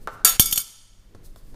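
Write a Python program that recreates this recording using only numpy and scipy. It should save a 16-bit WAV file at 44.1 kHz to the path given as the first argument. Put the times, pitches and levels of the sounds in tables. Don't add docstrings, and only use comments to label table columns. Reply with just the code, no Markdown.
import sys
import numpy as np
from scipy import signal
from scipy.fft import rfft, irfft, next_fast_len
from scipy.io import wavfile
from scipy.ndimage import uniform_filter1d

SR = 44100
rng = np.random.default_rng(int(sys.argv[2]) if len(sys.argv) > 2 else 0)


def wav_out(sig):
    wavfile.write(sys.argv[1], SR, np.round(np.clip(np.atleast_2d(sig).T, -1, 1) * 32767).astype(np.int16))


N = 68355
T = np.arange(N) / SR

# t/s, ring/dB, crack/dB, spot (0 corner, 1 edge), damping/dB (sign unused)
CONTACTS = [(.2480, -16.5, -5.5, 0, 0), (.2750, -25, -20, 0, 1), (.2855, -27.5, -24, 0, 5),
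            (.2940, -26.5, -14.5, 0.46, 8), (.3235, -43.5, -26.5, 0, 3.5), (0.3967, -22, 0.5, 1, -1.5),
            (.4035, -22, -5.5, 0.74, 13), (.4235, -36, -19.5, 0.91, 4), (.4578, -29.5, -18, 1, -3),
            (.5115, -35.5, -23.5, 0.71, 9), (.5240, -53, -19, 1, -13), (.5265, -24, -19, 1, 30),
            (.5322, -37, -17.5, 0.6, 36), (.5586, -33, -20.5, 1, 18), (.5770, -27, -17, 0.97, 34),
            (.5855, -40, -30, 1, 24), (.5925, -37.5, -24.5, 0.42, 12.5), (.6020, -37, -25.5, 1, 14),
            (.6140, -39, -33, 0.31, 10), (.6225, -54, -51, 0.81, 27)]
# f/Hz, level/dB
CONTACT_SPECTRUM = [(100, -12), (400, -10.5), (700, -5.5), (1300, -3.5), (2000, -9.5), (3200, -9),
                    (4200, -4.5), (6000, -3.5), (8000, -8), (12000, 3), (15000, -3)]


def amp(db):
    return 10 ** (np.asarray(db) / 20)


def along(points, hz):
    f, values = np.transpose(points)
    return np.interp(np.log(hz + 1), np.log(f + 1), values)


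def filtered(x, response):
    size = next_fast_len(N + SR // 2)
    return irfft(rfft(x, size) * response(np.fft.rfftfreq(size, 1 / SR)), size)[:N]


def noise(spectrum, tilt_db=0, resonance=lambda hz: 1):
    white = rng.standard_normal(N)
    x = filtered(white, lambda hz: amp(along(spectrum, hz) + tilt_db * np.log2(hz + 1)) * resonance(hz))
    return x / x.std()


def fade(t60, t=T):
    return amp(-60 * t / t60)


def at(start, x):
    return np.pad(x, (max(round(start * SR), 0), 0))[:N]


def ring(modes, scatter_db=4, detune=0.00092):
    t = T[:SR // 3]
    x = np.zeros(len(t))
    for hz, db, t60 in modes:
        strength, pitch, phase = rng.standard_normal(3)
        sine = np.sin(2 * np.pi * (hz * (1 + detune * pitch) * t + phase))
        x += amp(db + scatter_db * strength) * fade(t60, t) * sine
    return np.pad(x, (0, N - len(t)))


def background():
    # t/s, level/dB
    sleeve_levels = [(0, -49.5), (.5, -50), (.8, -76.5), (1.05, -61.5), (1.2, -52.5), (1.4, -57),
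                     (1.55, -50)]
    rumble_levels = [(0, -41), (.12, -48.5), (.45, -35.5), (.65, -57.5), (.93, -51), (1.0, -38),
                     (1.1, -48.5), (1.25, -43.5), (1.55, -41)]
    # f/Hz, level/dB
    sleeve_spectrum = [(40, 4.5), (100, 4), (200, -1), (500, -8.5), (900, -22), (2000, -26), (6000, -40),
                       (15000, -42)]
    rumble_spectrum = [(5, -6), (15, 1), (30, -2.5), (60, -23.5), (120, -38), (400, -71.5)]
    hum_partials = [(99, -63.5), (198, -71.5)]
    air_spectrum = [(30, 9), (100, 3), (300, -7), (1000, -8.5), (4000, -13), (15000, -20.5)]
    sleeves = amp(np.interp(T, *np.transpose(sleeve_levels))) * noise(sleeve_spectrum)
    rumble = amp(np.interp(T, *np.transpose(rumble_levels))) * noise(rumble_spectrum)
    hum = sum(amp(db) * np.sin(2 * np.pi * (hz * T + rng.random())) for hz, db in hum_partials)
    return sleeves + rumble + hum + amp(-65) * noise(air_spectrum)


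def slides():
    # centre t/s, Gaussian width/s, level/dB
    strokes = [(0.03, 0.017, -59.5), (0.138, 0.014, -57.5), (1.257, 0.013, -52.5), (1.381, 0.013, -58.5),
               (1.492, 0.048, -64.5)]
    # f/Hz, level/dB
    hiss_spectrum = [(500, -12.5), (2500, -17), (4500, -1.5), (6500, -4), (9000, -2), (13000, -2.5),
                     (15500, -4)]
    swells = sum(amp(db) * np.exp(-.5 * ((T - centre) / width) ** 2) for centre, width, db in strokes)
    return swells * noise(hiss_spectrum)


def knock():
    # f/Hz, level/dB
    body_spectrum = [(100, -22.5), (330, -14), (530, 2.5), (680, 1.5), (850, -3.5), (1050, -0.5),
                     (1400, 1.5), (1800, -8.5), (2400, -17.5), (5000, -31), (10000, -39), (15000, -48)]
    body = amp(-24) * noise(body_spectrum) * fade(t60=0.073)
    tick = amp(-28.5) * noise(CONTACT_SPECTRUM, tilt_db=-5.5) * fade(t60=0.017)
    return at(0.074, body + tick)


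def crack(mode_hz, mode_db, edge, width_hz=220, scatter_db=5.5, valley_db=-21.5):
    gains = amp(mode_db + scatter_db * rng.standard_normal(len(mode_hz)))
    grid_hz = np.linspace(0, SR / 2, 2048)
    peaks = sum(gain / (1 + ((grid_hz - hz) / width_hz) ** 2) for hz, gain in zip(mode_hz, gains))
    response = amp(valley_db) + peaks
    burst = noise(CONTACT_SPECTRUM, tilt_db=edge, resonance=lambda hz: np.interp(hz, grid_hz, response))
    corner_t60, edge_t60 = 0.06, 0.044
    return burst * fade(corner_t60 + edge * (edge_t60 - corner_t60))


def card():
    # f/Hz, corner-struck level/dB, edge-struck level/dB, free t60/s
    modes = [(1337, -6, -16, .3), (1655, -10, -35, .2), (2248, -22, -13, .6), (3088, -7, -15, .16),
             (3520, -3, -5, .3), (3668, -8, -25, .22), (4443, -18, -8, .25), (4640, -5, -20, .2),
             (4880, -18, -5, .35), (5593, -7, -7, .25), (5780, -12, -16, .2), (6325, -14, -14, .25),
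             (6562, -4, -7, .33), (6864, -5, -2, .26), (7219, -8, -16, .24), (7607, -9, -4, .3),
             (7830, -13, -9, .22), (8530, -5, -8, .24), (8795, -8, -4, .22), (8868, 0, -12, .19),
             (9796, -2, -9, .18), (10030, -13, -13, .2), (10470, -8, -4, .17), (11108, -11, -4, .18),
             (11392, -4, -3, .24), (12110, -9, -1, .12), (12268, 0, -10, .19), (12790, -6, -5, .13),
             (12965, -4, -12, .18), (13192, -12, -3, .12), (13867, -3, -10, .2), (14617, -6, -16, .2),
             (14790, -6, -13, .2)]
    # f/Hz, level/dB
    radiation = [(1300, 0), (3000, -2.5), (6000, 0), (9000, 0), (12000, -2), (15000, 0)]
    damping_s, glass_loss_db_per_s = 0.009, 22
    hz, corner_db, edge_db, t60 = np.transpose(modes)
    ringing, cracks = np.zeros(N), np.zeros(N)
    for start, ring_db, crack_db, edge, damp_db in CONTACTS:
        ringing *= amp(-abs(damp_db) * np.clip((T - start) / damping_s, 0, 1))
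        mode_db = corner_db + edge * (edge_db - corner_db) + along(radiation, hz)
        ringing += at(start, amp(ring_db - glass_loss_db_per_s * T) * ring(zip(hz, mode_db, t60)))
        cracks += at(start, amp(crack_db) * crack(hz, mode_db, edge))
    return ringing + cracks


def glass_top():
    # f/Hz, level/dB, t60/s
    modes = [(460, 0.5, 0.26), (507, 1, 0.18), (628, 0, .2), (735, -2, .22), (968, -5.5, 0.11),
             (1190, 2, 0.23)]
    # f/Hz, level/dB
    wash_spectrum = [(200, -10), (500, -9), (750, -3.5), (950, -7.5), (1300, -1), (1900, -3), (2600, 0),
                     (4000, -1), (9000, -15), (15000, -31)]
    tones = amp(-39.5) * ring(modes)
    wash = amp(-25) * noise(wash_spectrum) * fade(t60=0.45)
    return at(CONTACTS[0][0], tones + wash)


def slaps(puff_s=0.0012, puff_delay_s=0.0012):
    # t/s, clap/dB, puff/dB
    landings = [(0.396, 1.5, 1.5), (0.5266, -15.5, -26), (0.5765, -10, -31)]
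    # f/Hz, level/dB
    clap_spectrum = [(100, -11), (400, -16.5), (750, -10.5), (1200, -15), (2000, -17.5), (2500, -7.5),
                     (2800, -0.5), (3150, 11), (3600, -9.5), (4200, -13), (5200, -11.5), (5900, 6.5),
                     (6500, 2), (7600, -11.5), (8900, 5.5), (10000, -4), (12000, 4), (15000, -13)]
    age = T / puff_s
    puff = -np.e * age * (1 - age / 3) * np.exp(-age)
    x = np.zeros(N)
    for start, clap_db, puff_db in landings:
        x += at(start, amp(clap_db) * noise(clap_spectrum) * fade(t60=0.024))
        x += at(start + puff_delay_s, amp(puff_db) * puff)
    return x


def finger_taps():
    # t/s, pad/dB, nail/dB
    taps = [(1.1485, -41, -64), (1.3601, -45.5, -43.5), (1.543, -46.5, -54.5)]
    # f/Hz, level/dB
    pad_spectrum = [(90, 0.5), (200, -7), (450, 9), (900, -1.5), (1600, -4.5), (2400, -32), (3600, -16),
                    (7000, -15.5), (15000, -34)]
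    nail_spectrum = [(300, -13), (1400, 6), (2400, -13), (3500, 4), (5000, -7), (9000, -15), (15000, -9)]
    # f/Hz, level/dB, t60/s
    table_modes = [(99.5, -1.5, 0.14), (200.2, -14, 0.12)]
    x = np.zeros(N)
    for start, pad_db, nail_db in taps:
        thud = noise(pad_spectrum) * fade(t60=0.036) + ring(table_modes)
        click = noise(nail_spectrum) * fade(t60=0.017)
        x += at(start, amp(pad_db) * thud + amp(nail_db) * click)
    return x


def room(x, tail_db, early_db=-18.5, wall_delay_s=0.008, low_cut_hz=588):
    # f/Hz, t60/s
    decay_times = [(100, 0.88), (500, 1), (1500, 1), (2300, 1), (4500, 0.99), (7000, .85), (10500, .7),
                   (13000, 0.33), (15000, .46)]
    hz, t, spectrogram = signal.stft(rng.standard_normal(N), SR, nperseg=256)
    spectrogram *= fade(along(decay_times, hz)[:, None], t)
    tail = signal.istft(spectrogram, SR, nperseg=256)[1][:N]
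    early = rng.standard_normal(N) * fade(t60=0.11)
    response = amp(tail_db) * at(wall_delay_s, tail / np.linalg.norm(tail))
    response += amp(early_db) * early / np.linalg.norm(early)
    reverb = signal.fftconvolve(x, response)[:N]
    return x + filtered(reverb, lambda f: 1j * f / (low_cut_hz + 1j * f))


def limiter(x, limit_db=-1, look_ahead_s=0.023, release_db_per_s=300):
    over_db = np.maximum(20 * np.log10(np.abs(x) + 1e-9) - limit_db, 0)
    held_db = np.maximum.accumulate(over_db + release_db_per_s * T) - release_db_per_s * T
    ahead_db = np.interp(T + look_ahead_s, T, held_db)
    return x * amp(-uniform_filter1d(ahead_db, size=600))


def scene():
    drop = room(card() + glass_top(), tail_db=-17.5) + room(slaps(), tail_db=-22)
    thud = room(knock(), tail_db=-6.5)
    fingers = room(finger_taps() + slides(), tail_db=-6)
    return (drop + thud + fingers + background())[None]


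def record(dry):
    ceiling, top_hz = 1.08, 15250
    limited = limiter(dry[0])
    clipped = limited / (1 + np.abs(limited / ceiling) ** 8) ** (1 / 8)
    return filtered(clipped, lambda hz: 1 / np.sqrt(1 + (hz / top_hz) ** 160))[None]


dry = scene()
out = record(dry)
wav_out(out)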